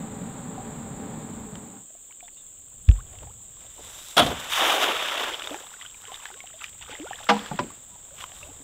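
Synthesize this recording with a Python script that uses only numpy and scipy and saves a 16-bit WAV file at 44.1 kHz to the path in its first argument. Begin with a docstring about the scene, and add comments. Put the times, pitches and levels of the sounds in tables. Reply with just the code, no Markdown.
"""A weighted net slaps and rains onto a forest river, cast from a small boat under a choir of insects.
First the outboard motor idles in noisy puffs and fades, a few far birds whistle and a foot thumps
the deck. After the splash come bubbles and drips, little pockets of air that ring in the water.
As the net is hauled in, its weights knock the hull and make it ring. A breeze rumbles underneath."""
import sys
import numpy as np
from scipy import signal
from scipy.fft import rfft, irfft
from scipy.io import wavfile
from scipy.ndimage import uniform_filter1d

SR = 44100
rng = np.random.default_rng(int(sys.argv[2]) if len(sys.argv) > 2 else 0)


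def to_wav(s):
    """Save 16-bit WAV."""
    ch = np.atleast_2d(s).T  # columns
    pcm = np.round(np.clip(ch, -1, 1) * 32767)  # PCM
    wavfile.write(sys.argv[1], SR, pcm.astype(np.int16))


N = 380583
T = np.arange(N) / SR

# A colour says how strong each pitch is next to the others. t60 is the time to fade by 60 dB.
# colour of the insect choir: f/Hz, level/dB
INSECT_COLOUR = [(3240, -67), (5500, -37), (5960, -34), (6750, -8.5), (7130, -0.5), (7490, 3), (8260, -3.5),
                 (8910, -23.5), (10200, -34.5), (12300, -64), (12900, -38), (13300, -27), (14600, -17.5),
                 (15500, -19.5), (16000, -34)]
# colour of leaves and far water: f/Hz, level/dB
HUSH_COLOUR = [(15, -24), (25, 10.5), (81, -26), (104, -14), (204, -3.5), (392, -8), (538, -5.5),
               (1900, -38.5), (2990, -17), (3500, -11.5), (5500, -29), (7150, -88), (12100, -120)]
# breeze on the microphone: t/s, level/dB
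BREEZE_LEVELS = [(0.0, -49), (0.8, -53.5), (1.55, -52), (1.87, -75), (2.5, -70), (2.95, -50.5), (3.3, -53),
                 (3.56, -58), (3.9, -55.5), (4.16, -66), (4.33, -56), (4.73, -60), (5.5, -61),
                 (6.39, -66.5), (6.7, -58), (7.59, -54), (8.07, -61), (8.63, -53.5)]
# colour of the breeze: f/Hz, level/dB
BREEZE_COLOUR = [(20, -2.5), (60, 3), (110, 0.5), (200, -10.5), (600, -39)]
# idling motor: t/s, level/dB
MOTOR_LEVELS = [(0.0, -37), (1.2, -36.5), (1.77, -44), (1.86, -64), (2.0, -82)]
# colour that exhaust and hull give the motor: f/Hz, level/dB
EXHAUST_COLOUR = [(15, -67), (25, -53), (97, -8.5), (150, -1.5), (242, 1), (366, -15.5), (410, -12.5),
                  (649, -17.5), (779, -15), (958, -16.5), (2950, -34), (3710, -31.5), (6000, -55),
                  (7800, -70), (13200, -120)]
# faint motor whines: f/Hz, width/Hz, level next to the puffs/dB
MOTOR_WHINES = [(429, 6, -15), (571.4, 27, -18.5), (788, 4.3, -18.5)]
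# flow of water and wet mesh, in relative levels: t/s, churn/dB, large bubbles/dB, spray/dB
WATER_FLOW = [(1.9, -69.5, -81, -76), (2.8, -69.5, -76.5, -86.5), (3.45, -68, -62, -73),
              (3.76, -61.5, -73, -64), (3.87, -52, -57, -54), (4.1, -56.5, -67, -51),
              (4.15, -54.5, -58, -54), (4.23, -35, -40, -43), (4.38, -40.5, -51, -55),
              (4.49, -39.5, -45.5, -48.5), (4.531, -28, -61, -37.5), (4.61, -25, -26.5, -38.5),
              (4.73, -24.5, -26.5, -37), (4.78, -29.5, -28, -42), (4.92, -31.5, -39.5, -47),
              (5.24, -33, -37.5, -48), (5.4, -41.5, -46, -55.5), (5.6, -48.5, -50, -57.5),
              (5.79, -61.5, -75, -63), (6.75, -57.5, -77.5, -67.5), (7.33, -47.5, -57, -59),
              (7.7, -65.5, -67, -68.5), (8.63, -60, -54, -69)]
# gushes and dribbles on top: crest t/s, churn/dB, large bubbles/dB, spray/dB, fall time/s
WATER_GUSHES = [(2.96, -57.5, -57, -80, .06), (3.13, -58, -51, -83, .1), (3.223, -57.5, -42, -76, 0.034),
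                (3.63, -58.5, -59, -64, 0.056), (3.788, -70, -34.5, -62, 0.013),
                (4.308, -50, -18, -52, 0.014), (4.402, -44, -54, -41, .01), (4.44, -49, -55, -59, .04),
                (4.834, -23.5, -27, -35.5, 0.033), (4.89, -28.5, -22, -48, 0.029),
                (5.209, -33.5, -38.5, -52, 0.083), (5.515, -51, -35, -60, 0.044),
                (5.825, -49, -79, -64, .08), (6.142, -47.5, -62, -57.5, 0.1),
                (6.265, -47.5, -75, -61, 0.073), (6.39, -81, -65, -76, 0.037),
                (6.637, -41, -88, -55.5, 0.037), (6.826, -43, -84, -66, 0.017),
                (6.913, -39, -72, -71, 0.03), (6.99, -52.5, -50, -70, 0.094), (7.2, -47, -69, -74, 0.039),
                (7.479, -51, -71, -66, 0.18), (8.212, -47.5, -69, -54, 0.054),
                (8.383, -56.5, -71, -56.5, 0.12), (8.455, -66, -49, -73, 0.036)]
# separate drops against smooth hiss: t/s, share of drops/0-1
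DROP_SHARE = [(1.9, 0.3), (3.0, 0.36), (4.1, 0.2), (4.6, 0.44), (4.9, 0.49), (5.4, 0.67), (5.8, 0.6),
              (7.6, 0.93), (7.8, 0.15), (8.3, 0.27), (8.63, 0.46)]
# colour of churning water: f/Hz, level/dB
CHURN_COLOUR = [(71, -59), (120, -49), (272, -10), (316, -8.5), (442, -3), (617, -0.5), (833, 0), (1050, 1),
                (2160, -4.5), (3330, 3.5), (3680, -41), (4140, -16.5), (6500, -19), (8450, -49),
                (14300, -120)]
# colour of spray: f/Hz, level/dB
SPRAY_COLOUR = [(2240, -26.5), (3800, -8), (4290, -22), (6690, -14), (10300, -21.5), (12800, -21),
                (15100, -22.5), (16000, -34)]
# single large bubbles: t/s, length/s, first f/Hz, last f/Hz, level/dB, level change/dB
LARGE_BUBBLES = [(0.578, 0.069, 750, 760, -36, -28), (2.098, 0.032, 900, 3600, -60.5, 0),
                 (2.227, 0.054, 715, 655, -44.5, -28), (2.281, 0.007, 1820, 3700, -50, 1),
                 (2.986, 0.026, 1064, 1820, -49.5, 0.5), (3.278, 0.038, 783, 1610, -52, -5),
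                 (5.285, 0.074, 299, 930, -54.5, 12), (5.51, 0.062, 284, 497, -38, -8),
                 (6.079, 0.014, 455, 455, -51, 0), (6.092, 0.037, 1015, 1150, -43.5, -11),
                 (6.317, 0.05, 360, 620, -58, 6), (6.362, 0.079, 1093, 1085, -57.5, -7),
                 (6.539, 0.039, 632, 730, -47, -16), (6.911, .052, 263, 1630, -53.5, 5),
                 (6.914, .045, 850, 902, -53, -1), (6.999, 0.078, 293, 1300, -37, -5),
                 (7.069, .02, 1396, 1600, -42, -2.5), (7.109, 0.021, 767, 2100, -26, -31),
                 (7.142, 0.03, 485, 756, -53, -13), (7.906, .06, 977, 950, -64, 7),
                 (8.113, 0.047, 550, 800, -50.5, -14), (8.426, 0.088, 587, 960, -51.5, -6),
                 (8.489, 0.027, 280, 300, -47, -13), (8.602, 0.029, 280, 280, -48, -13)]
# single drips: t/s, level/dB, f/Hz, tick above that level/dB
WATER_DRIPS = [(1.555, -41, 3000, 10), (1.904, -45.5, 616, -8), (1.951, -44, 650, -10),
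               (2.109, -42.5, 2230, -5), (2.125, -44, 2970, -3), (2.206, -38.5, 2320, -3),
               (2.279, -45, 850, 6), (3.187, -42, 2600, 3), (3.232, -38.5, 890, -1), (3.272, -39, 765, -7),
               (4.399, -37, 3600, -4), (5.337, -21, 3180, -12), (5.344, -20, 3050, -20),
               (5.396, -26, 3400, 4), (5.421, -22.5, 2820, -2), (5.473, -23.5, 3630, 2),
               (5.544, -25, 830, -1), (5.637, -38, 750, -7), (5.67, -36, 3480, -5), (5.74, -34, 1420, -6),
               (5.813, -30, 2000, -2), (5.822, -29.5, 3150, -12), (5.851, -36, 1410, -7),
               (5.862, -28, 3030, -9), (5.944, -37, 2310, -6), (6.039, -39, 1360, -4),
               (6.053, -34, 3020, 0), (6.082, -42, 1010, 9), (6.119, -30, 748, -2), (6.143, -25, 3500, -8),
               (6.255, -26, 1600, 2), (6.303, -34, 820, -10), (6.342, -40, 1480, 7),
               (6.404, -28.5, 2200, -3), (6.44, -35.5, 694, -13), (6.473, -38, 2970, -1),
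               (6.613, -30.5, 2620, -5), (6.62, -30.5, 1250, -5), (6.642, -26.5, 2420, 4),
               (6.824, -30.5, 2770, -5), (6.895, -33.5, 496, 1), (6.916, -32.5, 1510, 0),
               (6.952, -29, 1950, -10), (6.998, -38, 520, -3), (7.132, -24, 1730, -8),
               (7.157, -30, 3380, -13), (7.192, -32, 3420, -5), (7.205, -34, 790, -3),
               (7.237, -38, 3260, -5), (7.269, -33, 1310, -1), (7.366, -24, 940, -2),
               (7.461, -29.5, 1520, -1), (7.704, -34.5, 1060, -4), (7.958, -43.5, 820, -12),
               (8.182, -38, 3120, -5), (8.206, -30.5, 2860, -7), (8.211, -30, 3320, 2),
               (8.225, -34, 1040, -4), (8.24, -31, 990, 7.5), (8.319, -40.5, 690, 6),
               (8.413, -41, 1170, -5), (8.43, -28.5, 2610, -12)]
# colour of the tick that starts a drip or a crack: f/Hz, level/dB
TICK_COLOUR = [(200, -35), (1200, 2.5), (3400, 5), (4300, -12), (7000, -8.5), (14000, -31)]
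# far birds: t/s, length/s, f/Hz, level/dB
BIRD_NOTES = [(1.745, 0.22, 3100, -78), (2.222, .05, 3540, -59), (2.32, .04, 4500, -68),
              (2.356, 0.07, 3590, -59), (2.358, 0.033, 2880, -64), (2.455, .05, 3400, -64),
              (2.772, 0.035, 3560, -67), (2.862, 0.031, 3550, -57)]
# foot on the deck: t/s, level/dB, first f/Hz, settled f/Hz, t60/s
FOOT_THUMPS = [(2.881, -2.3, 70, 46, .22)]
# booms after the feet, the slap and the weights: t/s, level/dB, centre f/Hz, rise/s, t60/s
DULL_BOOMS = [(2.887, -18, 143, .006, 0.076), (2.961, -38.5, 59.5, 0.011, 0.5),
              (3.209, -35, 78, 0.014, 0.26), (4.19, -22, 88, 0.034, 0.4), (7.51, -36, 200, .008, .2),
              (7.588, -30.5, 233, .008, 0.32)]
# cracks of the deck under the foot: t/s, level/dB
DECK_CRACKS = [(2.889, -21), (2.914, -27)]
# the net's weighted edge hits the water: t/s, level/dB
NET_SLAPS = [(4.166, -6), (4.177, -2), (4.19, -0.5), (4.22, -16.5), (4.261, -15), (4.305, -24)]
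# colour of a slap: f/Hz, level/dB
SLAP_COLOUR = [(24, -66), (40, -30), (269, -1.5), (402, -7), (715, 8.5), (852, -3), (1270, 5), (1850, -8.5),
               (2840, -6.5), (3380, 5), (4340, -10.5), (9690, -13), (16000, -26)]
# how long each pitch lasts in a slap: f/Hz, t60/s
SLAP_FADE = [(60, 0.67), (250, 0.42), (800, 0.15), (3300, 0.14), (6000, 0.058), (14000, 0.068)]
# weights on the hull: t/s, level/dB, hardness/dB per octave, rattle/dB, rise/s,
# ring time/factor, pitch/factor, roughness/0-1
WEIGHT_KNOCKS = [(7.288, -3.5, 3, 2, 0.015, 1, 1.005, 0.06),
                 (7.512, -19.5, -0.5, -24, 0.0018, 0.46, 0.89, 0.78),
                 (7.589, -20.5, 1, -2.5, 0.0013, 0.62, 1.23, 1)]
# the hull's own ringing tones: f/Hz, level/dB, t60/s
HULL_TONES = [(151, -33, 0.22), (208, 2.9, 0.26), (275.5, -9, 0.25), (474, -12.5, 0.29), (612, -16.5, 0.21),
              (703, -17, 0.22), (810, -4, 0.17), (968, -5.5, 0.13), (1180, -1, 0.055), (1253, -17, 0.1),
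              (1330, -14, 0.12), (1620, -17, 0.081), (1980, -42, 0.09)]
# colour of the rattling weights: f/Hz, level/dB
RATTLE_COLOUR = [(60, -50), (200, -2), (900, 7), (3400, -0.5), (5000, -8), (12000, -36)]


def amp(db):
    """Turns decibels into a factor to multiply by."""
    return 10 ** (np.asarray(db) / 20)


def evened(x):
    """Scales a signal to an average power of 1."""
    return x / np.sqrt(np.mean(x ** 2) + 1e-20)


def over_time(points):
    """Joins (time, value) points with straight lines."""
    return np.interp(T, *np.transpose(points))


def at_pitch(points, hz):
    """Looks up a value between (pitch, value) points, with octaves evenly spaced."""
    f, value = np.transpose(points)
    return np.interp(np.log(hz + 1), np.log(f + 1), value)


def add(mix, s, sound):
    """Mixes a sound in at s seconds."""
    part = mix[round(s * SR):][:len(sound)]
    part += sound[:len(part)]


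def colour(x, points):
    """Gives a sound a colour and a power of 1. Nothing rings early, so clicks keep a sharp front."""
    hz = abs(np.fft.fftfreq(8192, 1 / SR))
    log_gain = np.log(amp(np.maximum(at_pitch(points, hz), -100)))
    phase = -signal.hilbert(log_gain).imag
    response = np.fft.ifft(np.exp(log_gain + 1j * phase)).real[:4096]
    return evened(signal.oaconvolve(x, response)[:len(x)])


def whistle(hz, width_hz):
    """Noise squeezed around one pitch: a fuzzy whistle."""
    memory = np.exp(-np.pi * width_hz / SR)
    slow = signal.lfilter([1], [1, -memory], rng.standard_normal(N) + 1j * rng.standard_normal(N))
    return evened((slow * np.exp(2j * np.pi * hz * T)).real)


def wander(per_s):
    """A random wobble; a larger per_s makes it quicker."""
    steps = rng.standard_normal(int(T[-1] * 400) + 9)
    smooth = signal.lfilter([1], [1, -np.exp(-per_s / 400)], steps)
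    return evened(np.interp(T * 400, np.arange(len(steps)), smooth))


def patter(per_s, spread_db, share):
    """Random drops, most small and a few large, blended with smooth hiss."""
    draw = rng.random(N) * SR / per_s
    hit, clicks = draw < 1, np.zeros(N)
    clicks[hit] = amp(spread_db * np.minimum(-np.log(draw[hit] + 1e-9), 4))
    clicks /= np.sqrt(per_s / SR) * amp(1.6 * spread_db)  # about as strong as the hiss
    return np.sqrt(share) * clicks + np.sqrt(1 - share) * rng.standard_normal(N)


def forest(insect_db=-46.5, hush_db=-64):
    """Many insects merge into a high, slightly trembling hiss, over the hush of leaves and far water."""
    insects = amp(insect_db + 0.57 * wander(per_s=270)) * colour(rng.standard_normal(N), INSECT_COLOUR)
    return insects + amp(hush_db) * colour(rng.standard_normal(N), HUSH_COLOUR)


def breeze():
    """Air blowing on the microphone makes a lumpy, low rumble."""
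    rumble = colour(rng.standard_normal(N), BREEZE_COLOUR)
    return amp(over_time(BREEZE_LEVELS) + 2 * wander(per_s=10)) * rumble


def motor(firings_per_s=28):
    """Each uneven firing sends a puff of noise through the exhaust."""
    firings = np.cumsum(firings_per_s * (1 + 0.16 * wander(per_s=57))) / SR
    strength = amp(3 * rng.standard_normal(400)[firings.astype(int) % 400])
    puffs = (1.7 + strength * np.exp(-(firings % 1) / 0.85)) * rng.standard_normal(N)
    whines = sum(amp(db) * whistle(hz, width) for hz, width, db in MOTOR_WHINES)
    level_db = np.interp(T, *np.transpose(MOTOR_LEVELS), right=-120)
    return amp(level_db) * (colour(puffs, EXHAUST_COLOUR) + whines)


def water_levels(rise_share=0.82):
    """Adds the power of flow and gushes, giving churn, large-bubble and spray levels in dB."""
    s, *columns = np.transpose(WATER_FLOW)
    power = np.array([amp(np.interp(T, s, column)) ** 2 for column in columns])
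    for crest, churn_db, deep_db, spray_db, fall in WATER_GUSHES:
        near = slice(round((crest - .25) * SR), round((crest + .5) * SR))
        away = (T[near] - crest) / fall
        shape_db = -10 * np.where(away > 0, away, -away / rise_share)  # rises faster than it falls
        power[:, near] += amp(np.array([[churn_db], [deep_db], [spray_db]]) + shape_db) ** 2
    return 10 * np.log10(power)


def water():
    """A swarm of rising bubbles under fizzing spray; the large, low ones come and go by themselves."""
    churn_db, deep_db, spray_db = water_levels()
    drops = over_time(DROP_SHARE)
    busy = np.clip(amp(.7 * (churn_db + 28.5)), .1, 1)  # calm water has few bubbles
    swarm = np.zeros(N)
    for hz in np.geomspace(150, 5500, num=26):
        cycles = hz * T[:int(14 * SR / hz)]
        envelope = np.exp(-cycles / 1.88) * (1 - np.exp(-cycles / 5.5))
        blip = envelope * np.sin(2 * np.pi * cycles * (1 + 0.018 * cycles))
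        large = np.clip(np.log2(1300 / hz) / 2.2, 0, 1)  # 1 for large bubbles, 0 for small
        level_db = churn_db + large * (deep_db + 7 - churn_db)
        kicks = amp(level_db) * patter(busy * hz / 12, spread_db=2.5, share=drops)
        bubbling = signal.oaconvolve(kicks, blip / np.linalg.norm(blip))[:N]
        swarm += amp(at_pitch(CHURN_COLOUR, hz)) * np.sqrt(hz / 1000) * bubbling
    swarm = signal.sosfilt(signal.butter(4, 170, "high", fs=SR, output="sos"), swarm)  # no deep bass
    clumps = amp((1.67 - 0.6 * busy) * wander(per_s=410))  # drops land in clumps
    fizz = colour(patter(busy * 1000, spread_db=4.3, share=drops / 2), SPRAY_COLOUR)
    return clumps * (amp(-9.5) * swarm + amp(spray_db + 5) * fizz)


def bubbles(onset_s=0.00095):
    """Each large bubble sings one tone; most climb in pitch as they near the surface."""
    out = np.zeros(N)
    for s, length, first_hz, last_hz, level_db, change_db in LARGE_BUBBLES:
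        done = np.linspace(0, 1, int(length * SR))
        hz = first_hz * (last_hz / first_hz) ** (done ** 2.7)  # most of the glide comes late
        fades = np.minimum(done * length / onset_s, 1) * np.minimum(10 - 10 * done, 1)
        tone = np.sqrt(2) * np.sin(2 * np.pi * np.cumsum(hz) / SR)
        add(out, s, amp(level_db + change_db * done) * fades * tone)
    return out


def taps(rows):
    """Each small impact makes a tick, then a short ring that rises by a random amount."""
    out, t = np.zeros(N), T[:3000]
    impacts = rng.standard_normal((len(rows), len(t))) * np.exp(-t / .001)
    ticks = colour(impacts.ravel(), TICK_COLOUR).reshape(impacts.shape)
    for (s, level_db, hz, t60, tick_db), tick, rise in zip(rows, ticks, rng.random(len(rows))):
        envelope = amp(-60 * t / t60) * (1 - np.exp(-t / 0.00015))
        ring = envelope * np.sin(2 * np.pi * hz * t * (1 + 9.2 * rise * t))
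        add(out, s, amp(level_db) * (0.9 * ring + amp(tick_db) * tick / abs(tick).max()))
    return out


def drips(t60_at_1khz=0.031):
    """Each drop rings a pocket of air; small, high ones die sooner."""
    return taps([(s, db, hz, t60_at_1khz * (hz / 1000) ** -0.42, tick_db)
                 for s, db, hz, tick_db in WATER_DRIPS])


def birds():
    """Far birds whistle faint, steady notes from the trees."""
    out = np.zeros(N)
    for s, length, hz, level_db in BIRD_NOTES:
        fades = signal.windows.tukey(int(length * SR), .5)
        add(out, s, amp(level_db) * fades * whistle(hz, width_hz=110)[:len(fades)])
    return out


def foot_thump():
    """A foot sets the deck swinging; the low pitch sinks as the large first swing relaxes."""
    out, t = np.zeros(N), T[:SR // 2]
    for s, level_db, first_hz, settled_hz, t60 in FOOT_THUMPS:
        hz = settled_hz + (first_hz - settled_hz) / (1 + (t / .022) ** 8)
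        heel = np.exp(-((t - .0145) / .0075) ** 2)  # the weight comes down
        ring = amp(-60 * t / t60) * np.sin(np.pi / 2 * np.minimum(t / .02, 1)) ** 2
        phase = 2 * np.pi * np.cumsum(hz) / SR
        swing = (.8 * heel + .9 * ring) * np.sin(phase)
        overtone = -0.12 * ring * np.cos(2 * phase)  # sharp crests, flat troughs
        add(out, s, amp(level_db) * (swing + overtone))
    return out


def booms(spread_octaves=0.7):
    """After a blow, low noise swells and dies with no clear ring."""
    out, t = np.zeros(N), T[:SR // 2]
    hz = np.fft.rfftfreq(len(t), 1 / SR) + 1
    for s, level_db, centre_hz, rise, t60 in DULL_BOOMS:
        band = np.exp(-.5 * (np.log2(hz / centre_hz) / spread_octaves) ** 2)
        rumble = evened(irfft(band * rfft(rng.standard_normal(len(t))), len(t)))
        swell = 1 - np.exp(-(t / rise) ** 2)
        add(out, s, amp(level_db - 60 * t / t60) * swell * rumble)
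    return out


def deck_cracks(hz=486, t60=0.0042, tick_db=-1.5):
    """The deck gives two short, dry cracks under the foot."""
    return taps([(s, db, hz, t60, tick_db) for s, db in DECK_CRACKS])


def net_slaps(rise_s=0.004):
    """The net's weighted edge hits the water in bursts of noise whose treble dies first."""
    out = np.zeros(N)
    for s, level_db in NET_SLAPS:
        noise = colour(rng.standard_normal(SR // 2), SLAP_COLOUR)
        hz, t, spectrum = signal.stft(noise, SR, nperseg=256, noverlap=192)
        fade = amp(-60 * t / at_pitch(SLAP_FADE, hz)[:, None])
        _, burst = signal.istft(spectrum * fade, SR, nperseg=256, noverlap=192)
        onset = np.minimum(T[:len(burst)] / rise_s, 1)
        add(out, s, amp(level_db) * onset * burst / abs(burst).max())
    return out


def hull_knocks():
    """Several weights land almost together: they ring the hull and leave a short rattle."""
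    out, t = np.zeros(N), T[:SR // 2]
    for s, level_db, hardness_db, rattle_db, rise, ring, pitch, rough in WEIGHT_KNOCKS:
        chance = rng.standard_normal((len(HULL_TONES), len(t)))
        wobbles = evened(uniform_filter1d(uniform_filter1d(chance, size=500), size=500))
        phases = 2 * np.pi * rng.random(len(HULL_TONES))
        tones = np.zeros(len(t))
        for (hz, db, t60), wobble, phase in zip(HULL_TONES, wobbles, phases):
            crowding = min(rough + hz / 1800, 1)  # high tones have close neighbours, so they waver
            waver = 1 + 2.15 * crowding * wobble
            fade = amp(db + hardness_db * np.log2(hz / 500) - 60 * t / (ring * t60))
            swell = 1 - np.exp(-hz * t / 3.5)  # low tones swell more slowly
            tones += fade * waver * swell * np.sin(2 * np.pi * pitch * hz * t + phase)
        rattle = colour(rng.standard_normal(len(t)), RATTLE_COLOUR)
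        rattle *= np.exp(-t / 0.0087) + 0.022 * np.exp(-t / 0.17)
        landing = np.minimum(t / rise, 1)
        add(out, s, amp(level_db) * landing * (0.46 * tones + amp(rattle_db) * rattle))
    return out


def scene():
    """Adds river, boat and forest together in one channel."""
    river = water() + net_slaps() + bubbles() + drips()
    boat = motor() + foot_thump() + deck_cracks() + hull_knocks() + booms()
    return (forest() + birds() + breeze() + river + boat)[None]


def record(dry):
    """Rounds off loud peaks, then cuts the highest treble."""
    ceiling, top_hz = 0.86, 15800
    rounded = dry / (1 + (dry / ceiling) ** 6) ** (1 / 6)
    treble_cut = signal.firwin(511, top_hz, window=("kaiser", 9), fs=SR)
    return signal.oaconvolve(rounded, treble_cut[None], "same")


dry = scene()
out = record(dry)
to_wav(out)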